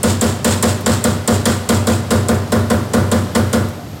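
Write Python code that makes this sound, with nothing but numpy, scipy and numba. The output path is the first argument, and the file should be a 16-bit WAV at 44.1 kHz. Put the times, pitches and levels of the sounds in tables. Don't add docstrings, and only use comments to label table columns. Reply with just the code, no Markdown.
import sys
import numpy as np
from scipy import signal
from scipy.fft import rfft, irfft
from scipy.io import wavfile
from scipy.ndimage import uniform_filter1d, minimum_filter1d
from numba import njit

SR = 44100
rng = np.random.default_rng(int(sys.argv[2]) if len(sys.argv) > 2 else 0)


def persist_wave(psi):
    counts = np.round(np.clip(psi, -1, 1) * 32767).astype(np.int16)
    wavfile.write(sys.argv[1], SR, np.atleast_2d(counts).T)


N = 176400
AGE = np.arange(int(0.8 * SR)) / SR


def amp(db):
    return 10 ** (np.asarray(db) / 20)


def unit(x):
    return x / np.sqrt(np.mean(x ** 2))


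def add(out, start_s, x):
    i = max(int(start_s * SR), 0)
    out[i:i + len(x)] += x[:max(len(out) - i, 0)]


def noise(size=len(AGE)):
    return rng.standard_normal(size)


def colour(x, points):
    hz, db = np.array(points, float).T
    f = np.maximum(np.fft.rfftfreq(len(x), 1 / SR), 1)
    curve = amp(np.interp(np.log(f), np.log(hz), db))
    bass_cut = np.hypot(1, (hz[0] / f / 2) ** 4)
    return unit(irfft(rfft(x) * curve / bass_cut, len(x)))


def resonance(hz, width_hz, size=len(AGE)):
    f = np.fft.rfftfreq(size, 1 / SR)
    return unit(irfft(rfft(noise(size)) / (1 + ((f - hz) / width_hz) ** 2), size))


def fade(t60_s, rise_s=1 / SR, delay_s=0, hold_s=0):
    t = np.maximum(AGE - delay_s, 0)
    return (1 - np.exp(-t / rise_s)) * np.exp(-np.log(1000) * np.maximum(t - hold_s, 0) / t60_s)


def vibration(hz, t60_s, rise_s, delay_s):
    return np.sin(2 * np.pi * hz * (AGE - delay_s)) * fade(t60_s, rise_s, delay_s)


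def machinery():
    # f/Hz, relative level/dB
    rush_colour = [(25, -30), (55, -30), (85, -4.5), (130, -4.5), (220, -10), (600, -19.5), (1200, -25),
                   (2300, -32.5), (4500, -33.5), (8000, -38.5), (15500, -49.5)]
    # f/Hz, width/Hz, level/dB
    hum_tones = [(83.5, 15, -39), (709, 6.4, -44), (758, 5.1, -48)]
    # t/s, level/dB
    whine_levels = [(0, -63), (2.4, -58), (2.85, -51.5), (3.049, -60), (3.3, -52), (4, -53)]
    t = np.arange(N) / SR
    rush_db = np.interp(t, [3.62, 3.77], [-26.5, -30])
    rush = amp(rush_db) * colour(noise(N), rush_colour)
    hum = sum(amp(db) * resonance(hz, width, size=N) for hz, width, db in hum_tones)
    whine_db = np.interp(t, *np.array(whine_levels).T)
    whine = amp(whine_db) * resonance(hz=12340, width_hz=100, size=N)
    return rush + hum + whine


def hall(x):
    low_hz, top_hz = 343, 3780
    band = signal.butter(2, [low_hz, top_hz], "band", fs=SR, output="sos")
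    tail = signal.sosfilt(band, noise()) * fade(t60_s=0.68, rise_s=0.0057, delay_s=0.022)
    tail *= np.sqrt(2 * top_hz / SR / np.sum(tail ** 2))
    return amp(-10) * signal.fftconvolve(x, tail)[:N]


def carriage_tick():
    return resonance(hz=10200, width_hz=12000) * fade(t60_s=0.06)


def sheet_chatter(contacts_per_s=2000):
    # f/Hz, relative level/dB
    chatter_colour = [(1000, 3.5), (2000, -5), (2500, -1.5), (3400, -0.5), (5200, 0), (6200, -4),
                      (7300, 4.5), (8000, 3.5), (9000, -3), (10500, -9), (15500, -14.5)]
    contacts = (rng.random(len(AGE)) < contacts_per_s / SR) * np.sign(noise())
    shake = fade(t60_s=0.29, rise_s=0.0027, hold_s=0.071)
    fall_back = amp(-0.5) * fade(t60_s=0.32, rise_s=0.013, delay_s=0.048)
    return amp(-24) * colour(contacts, chatter_colour) * (shake + fall_back)


def panel_clang(own_ring, loose_share=0.21):
    # f/Hz, relative level/dB
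    clang_colour = [(150, -14), (300, -1), (420, 0.5), (680, -6.5), (850, -11), (1050, -7.5), (1500, -9.5),
                    (2000, -18), (2500, -26), (4000, -35)]
    shaking = np.sqrt(1 - loose_share) * own_ring + np.sqrt(loose_share) * noise()
    return amp(-14.5) * colour(shaking, clang_colour) * fade(t60_s=0.47, rise_s=0.003, delay_s=0.004)


def frame_boom(detune=0.006, rise_cycles=0.61):
    # f/Hz, level/dB, delay/s, t60/s
    frame_tones = [(96.6, -9, 0.0494, 0.54), (77.5, -23, 0.0092, 0.42), (122.5, -17.5, 0.0409, 0.53),
                   (176, -7, 0.01548, 0.085), (188, -20.5, .0607, 0.43), (227.3, -5.5, 0.00853, 0.25),
                   (233.7, -18, .0769, 0.48), (293, -15.5, .0297, 0.066), (339, -25, .0195, 0.36),
                   (405, -20, 0.00274, 0.51), (475, -16.5, 0.0013, 0.2), (512, -12, 0.023, .14),
                   (594, -17.5, 0.002674, 0.41), (716, -22, 0.00969, 0.23), (932.5, -32.5, 0.00368, 0.37),
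                   (1044, -17, 0.00144, 0.14), (1190, -29.5, 0.00297, 0.31), (1435, -35, 0.00303, 0.31)]
    # delay/s, level/dB
    jolts = [(0.0135, -6.5), (0.0378, 0), (0.0917, -10), (0.1184, -8.5)]
    ring = np.zeros(len(AGE))
    for hz, db, delay, t60 in frame_tones:
        pitch_hz = hz * (1 + detune * rng.standard_normal())
        ring += amp(db) * vibration(pitch_hz, t60, rise_cycles / hz, delay)
    thuds = sum(amp(db) * vibration(hz=212, t60_s=0.05, rise_s=0.005, delay_s=delay)
                for delay, db in jolts)
    return ring + thuds


def tool_ping():
    # f/Hz, width/Hz, level/dB
    tool_tones = [(7240, 170, -15), (8070, 450, -16), (9320, 83, -19.5), (12800, 5700, -21)]
    return sum(amp(db) * resonance(hz, width) for hz, width, db in tool_tones) * fade(t60_s=0.033)


def through_steel(x, travel_s=0.002):
    f = np.fft.rfftfreq(len(x), 1 / SR)
    phase_lag = 4 * np.pi * travel_s * np.sqrt(1000 * f)
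    return irfft(rfft(x) * np.exp(-1j * phase_lag), len(x))


def metal_crack(rise_s=0.00077):
    # f/Hz, relative level/dB
    crack_colour = [(400, -2.5), (1100, 4.5), (2000, 3.5), (2550, -6.5), (3250, 2), (4300, -0.5),
                    (5400, -0.5), (6100, -4.5), (7500, -0.5), (9400, -2.5), (10500, -7), (15500, -15)]
    burst = fade(t60_s=0.11, rise_s=rise_s)
    tail = amp(-10.5) * fade(t60_s=0.7, rise_s=rise_s)
    return amp(-13) * through_steel(colour(noise(), crack_colour) * (burst + tail))


def scene():
    # t/s, then relative level/dB of frame and panels, crack, ping, chatter
    strokes = [(0.0312, -0.4, -5.5, 8.5, 0), (0.2115, -1.6, -1.5, 8.5, -3.5), (0.4449, 0.5, -1.7, 3.3, 2.5),
               (0.6256, -0.5, -2, 8.5, -1.5), (0.8608, 0.2, -2, -2, -0.5), (1.0406, -1, -2.5, 8, -7),
               (1.2759, 0.4, -3, 1, -3.5), (1.455, -1.2, -0.5, -2, -4), (1.6896, 1, -2.1, -2.1, -4.5),
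               (1.8696, -0.6, -4.7, -4.3, -5), (2.1057, 0.3, -3.1, -4.8, -9.5),
               (2.2852, -0.5, -7, -3.5, -13), (2.5198, 1, -5.5, -7.5, -19), (2.7002, -0.1, -6.5, -7.5, -17),
               (2.9346, 1.5, -4, -7.5, -22), (3.1147, -0.5, -5.5, -4.5, -12), (3.3491, 0, -3.3, -9, -35),
               (3.5294, -0.2, -5, -4, -17)]
    # t/s, level/dB
    ticks = [(0.8081, -31), (3.6863, -34)]
    press, panel_ring = np.zeros(N), noise()
    for start, frame_db, crack_db, ping_db, chatter_db in strokes:
        add(press, start, amp(frame_db) * (frame_boom() + panel_clang(panel_ring)))
        add(press, start, amp(crack_db) * metal_crack())
        add(press, start, amp(ping_db) * tool_ping())
        add(press, start, amp(chatter_db) * sheet_chatter())
    for start, db in ticks:
        add(press, start, amp(db) * carriage_tick())
    return np.tile(press + hall(press) + machinery(), (2, 1))


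@njit
def peak_follower(x, release):
    out, level = np.empty(len(x)), 0.
    for i in range(len(x)):
        level = max(abs(x[i]), level * release)
        out[i] = level
    return out


def record(dry):
    limit_db, release_s, low_hz, top_hz = -4, 0.018, 44, 15850
    peaks = peak_follower(dry[0], np.exp(-1 / (release_s * SR)))
    gain = np.minimum(1, amp(limit_db) / (peaks + 1e-9))
    gain = uniform_filter1d(minimum_filter1d(gain, size=65), size=65)
    bass_cut = signal.butter(3, low_hz, "high", fs=SR, output="sos")
    treble_cut = signal.ellip(10, .1, 80, top_hz, fs=SR, output="sos")
    return signal.sosfilt(treble_cut, signal.sosfiltfilt(bass_cut, dry * gain))


dry = scene()
out = record(dry)
persist_wave(out)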